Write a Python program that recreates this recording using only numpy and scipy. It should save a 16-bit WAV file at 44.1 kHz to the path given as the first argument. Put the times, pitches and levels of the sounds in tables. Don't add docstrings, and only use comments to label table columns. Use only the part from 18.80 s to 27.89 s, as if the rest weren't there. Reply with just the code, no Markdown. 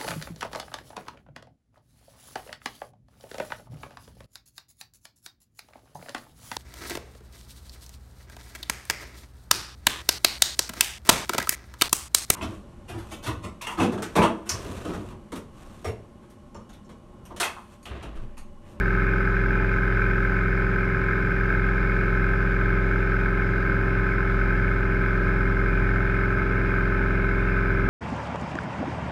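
import sys
import numpy as np
from scipy import signal
from scipy.fft import rfft, irfft
from scipy.io import wavfile
from scipy.ndimage import uniform_filter1d

SR = 44100
rng = np.random.default_rng(int(sys.argv[2]) if len(sys.argv) > 2 else 0)


def unload_audio(sound):
    columns = np.transpose(np.atleast_2d(sound))
    steps = np.round(np.clip(columns, -1, 1) * 32767)
    wavfile.write(sys.argv[1], SR, steps.astype(np.int16))


def nominal_scale(level):
    x = np.asarray(level, float) / 20
    return 10 ** x


N = 400869

# (time [s], crankshaft speed [rpm], shaft shake level [dB])
ENGINE_RUN = [(0.0, 2589.1, -23.5), (0.87, 2586.2, -24.2), (1.29, 2582.5, -23.8), (1.7, 2585.2, -24.8),
              (2.34, 2583.0, -27.6), (2.84, 2594.9, -23.9), (3.71, 2599.7, -23.7), (4.28, 2597.2, -24.1),
              (4.84, 2601.7, -25.1), (5.26, 2595.6, -25.5), (5.68, 2596.0, -23.3), (6.25, 2592.4, -25.0),
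              (6.96, 2611.1, -23.2), (7.61, 2616.1, -26.1), (7.88, 2619.2, -25.6), (8.22, 2615.1, -24.5),
              (9.09, 2608.0, -24.4)]


def crank_cycles():
    time_s, rpm, _ = np.transpose(ENGINE_RUN)
    start_cycle = .0143
    return start_cycle + np.cumsum(np.interp(np.arange(N) / SR, time_s, rpm)) / (120 * SR)


CYCLE = crank_cycles()

# (multiple of the engine cycle [-], level [dB])
SHAFT_ORDERS = [(1, -32.5), (2, 0), (3, -20.5), (4, -15), (5, -5.5), (6, -25.5), (7, -23.5), (8, -10),
                (9, -12.5), (10, -27.5), (11, -22), (12, -20), (13, -42.5), (14, -17.5), (15, -24.5),
                (16, -22), (17, -17.5), (18, -10), (19, -25.5), (20, -19.5), (22, -28), (24, -27.5),
                (25, -29), (26, -24.5), (28, -28.5), (30, -32.5), (32, -36.5), (37, -32.5), (38, -37.5),
                (40, -28)]
PANEL, STEADY = (45, 46, 47, 48, 49, 53, 54, 55, 56, 58), (5, 18)
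EARLY, LATE = (3, 4, 7, 9, 15, 16, 17, 20), (1, 6)
SWELLING, WANING = (4, 12, 16, 28, 30, 32, 45, 47, 48, 53, 54, 55, 58), (19,)


def drone():
    coarse_s, fine_s = np.arange(N // 64 + 2) * 64 / SR, np.arange(N) / SR
    time_s, _, shake = np.transpose(ENGINE_RUN)
    shake_db = np.interp(coarse_s, time_s, shake)
    order_db = {k: -35.5 - 0.272 * (k - 21) for k in range(21, 45)}
    order_db.update(dict.fromkeys(PANEL, -33.5))
    order_db.update(dict(SHAFT_ORDERS))
    out = np.zeros(N)
    for k, db in order_db.items():
        wobble_db = (.45 if k in STEADY else .7) * drift(hz=2, coarse=True)
        trend = int(k in SWELLING) - int(k in WANING)
        swell_db = 0.95 * (coarse_s - coarse_s.mean()) * trend
        if k == 2:
            level_db = shake_db + .4 * wobble_db
        else:
            level_db = -24.5 + db + swell_db + wobble_db
        lead = 1.8 if k in EARLY else -1.7 if k in LATE else -.4
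        lead += 2 * np.pi * rng.random() * (k > 20)
        waver = .003 * k * drift(hz=3, coarse=True)
        size = np.interp(fine_s, coarse_s, np.sqrt(2) * nominal_scale(level_db))
        phase = 2 * np.pi * k * (CYCLE % 1 - .5) + np.interp(fine_s, coarse_s, lead + waver)
        out += size * np.cos(phase)
    return out


# (crank angle [degrees], peak level [dB], ring [Hz], length [ms], spread [dB])
CRANK_KNOCKS = [(23, -25.6, 1480, 3.5, 3.0), (35, -28.2, 2270, 2.5, 3.0), (86, -35.8, 1260, 7.0, 3.0),
                (113, -37.4, 2150, 5.6, 3.0), (181, -22.1, 1630, 3, 2.0), (216, -31.7, 2300, 3.8, 3.0),
                (220, -23.1, 1480, 5.0, 2.0), (278, -25.9, 1300, 2.5, 3.0), (337, -31.9, 1430, 5.3, 3.0),
                (384, -27.6, 1610, 3.1, 3.0), (421, -30.0, 1340, 3.0, 3.0), (465, -32.7, 1970, 1.9, 3.0),
                (488, -29.3, 1560, 3.8, 3.0), (560, -17.8, 1410, 2.6, 2.0), (578, -34.8, 2130, 8.4, 3.0),
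                (621, -34.8, 1460, 5.3, 3.0), (642, -33.8, 1290, 8.4, 3.0), (693, -30.8, 1370, 2.5, 3.0)]


def knocks():
    turns = np.arange(-1, int(CYCLE[-1]) + 1)
    margin = 900
    ring, swing = np.zeros(N + 2000), np.zeros(N + 2000)
    span = np.arange(-300, 300)
    firing = rng.standard_normal((len(turns), 4, 2))
    together = .75
    for degrees, db, hz, ms, spread_db in CRANK_KNOCKS:
        late, strong, detune = rng.standard_normal((len(turns), 3)).T
        shared = firing[:, degrees // 180].T
        late, strong = together * shared + np.sqrt(1 - together ** 2) * np.array([late, strong])
        at = np.interp(turns + degrees / 720, CYCLE, np.arange(N), left=-500, right=N + 500)
        at += 36e-6 * SR * late
        index = np.round(at)[:, None].astype(int) + span
        t = (index - at[:, None]) / SR
        width = np.where(t < 0, .3, .45) * ms / 1000
        fades = 170 < degrees < 300
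        fade_db = -.018 * (turns - turns.mean()) * fades
        peak = nominal_scale(db + fade_db + 0.72 * spread_db * strong)
        shape = peak[:, None] * np.exp(-(t / width) ** 2)
        ring_hz = hz * (1 + .01 * detune[:, None])
        np.add.at(ring, index + margin, shape * np.sin(2 * np.pi * ring_hz * t))
        np.add.at(swing, index + margin, shape)
    return ring[margin:margin + N], swing[margin:margin + N]


# (frequency [Hz], level [dB per Hz])
CASE_COLOUR = [(850, -24.5), (950, -37), (1040, -6), (1110, -24.5), (1290, -2.5), (1390, -12.5), (1520, 0),
               (1750, -5), (1945, -13.5), (2180, -4), (2300, -12), (2450, -8.5), (2580, -24.5), (2680, -16)]


def through_case(x, share):
    f, db = np.transpose(CASE_COLOUR)
    hz = np.abs(np.fft.fftfreq(4096, 1 / SR))
    log_gain = np.log(nominal_scale(share * np.interp(hz, [*f, 3200], [*db, -60])))
    taps = np.fft.ifft(np.exp(np.conj(signal.hilbert(log_gain)))).real[:2048]
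    return signal.oaconvolve(x, taps)[:N]


def case_buzz(swing):
    return roar(CASE_COLOUR, patchy_db=1.64) * evened(1 + 0.18 * evened(swing))


def clatter():
    pattern = rng.standard_normal(400)
    slip = 0.0011 * drift(hz=18.0)
    patter = np.interp((CYCLE + slip) % 1, np.arange(400) / 400, pattern, period=1)
    return evened(through_case(patter, share=0.86))


# (frequency [Hz], level [dB per Hz])
RUMBLE_COLOUR = [(26, -4.5), (45, -4), (70, -13), (130, 0), (170, -4), (260, -11), (340, -10), (450, -14.5),
                 (560, -19), (680, -16.5), (740, -28.5), (850, -15.5), (950, -26)]


def rumble():
    return roar(RUMBLE_COLOUR, patchy_db=2.5)


# (frequency [Hz], level [dB per Hz])
HISS_COLOUR = [(2500, 1), (2750, 2), (3200, -1), (3700, -3.5), (3980, -4.5), (4350, -11), (5000, -6),
               (5500, -11.5), (5860, -17.5), (6200, -15), (7500, -20.5), (10300, -26), (13400, -28.5),
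               (13750, -42), (14200, -31), (15800, -39)]


def air_hiss(swing):
    return roar(HISS_COLOUR, patchy_db=0.94) * evened(1 + 0.17 * evened(swing))


def ticks():
    out, t = np.zeros(N), np.arange(400) / SR
    for hz in (3260, 3560, 3920, 4880, 5370):
        strength = nominal_scale(4.1 * np.minimum(rng.exponential(1, N), 2))
        hits = strength * (rng.random(N) < 6.5 / SR)
        ping = np.sin(2 * np.pi * hz * t) * signal.windows.hann(len(t)) ** 2
        out += signal.oaconvolve(hits, ping)[:N]
    return evened(out)


def roar(spectrum, patchy_db):
    frames, hz = N // 512 + 5, np.fft.rfftfreq(2048, 1 / SR)
    a, b, patches = rng.standard_normal((frames, len(hz), 3)).T
    patches = uniform_filter1d(patches, size=12, axis=0)
    patches = evened(uniform_filter1d(patches, size=8, axis=1))
    f, db = np.transpose(spectrum)
    colour_db = np.interp(np.log(hz + 1), np.log(f), db, left=-90, right=-90)
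    z = (a + 1j * b) * nominal_scale(colour_db[:, None] + patchy_db * patches)
    return evened(signal.istft(z, nperseg=2048, noverlap=1536)[1][:N])


def drift(hz, coarse=False):
    z = rng.standard_normal(N // 64 + 2)
    lowpass = 1 + (np.fft.rfftfreq(len(z), 64 / SR) / hz) ** 2
    slow = evened(irfft(rfft(z) / lowpass, len(z)))
    return slow if coarse else np.interp(np.arange(N) / 64, np.arange(len(z)), slow)


def evened(x):
    return x / np.sqrt(np.mean(x ** 2) + 1e-20)


def scene():
    ring, swing = knocks()
    case = nominal_scale(3.0) * through_case(ring, share=0.57)
    case += nominal_scale(-47) * clatter() + nominal_scale(-34) * case_buzz(swing)
    case *= nominal_scale(0.12 - 0.035 * (np.arange(N) - N / 2) / SR)
    air = nominal_scale(-35.5) * rumble() + nominal_scale(-54.5) * air_hiss(swing)
    return (drone() + case + air + nominal_scale(-73) * ticks())[None]


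def roll_off(x):
    return signal.sosfilt(signal.butter(12, 15741, fs=SR, output="sos"), x)


def record(dry):
    notch_hz, notch_width_hz, notch_share = 1945, 90, .6
    notched = signal.lfilter(*signal.iirnotch(notch_hz, notch_hz / notch_width_hz, SR), dry)
    heard = dry + notch_share * (notched - dry)
    treble = np.diff(heard, prepend=heard[:, :1])
    carrier = np.cos(2 * np.pi * 12901 * np.arange(N) / SR)
    return roll_off(heard + nominal_scale(-28.5) * treble * carrier)


dry = scene()
out = record(dry)
unload_audio(out)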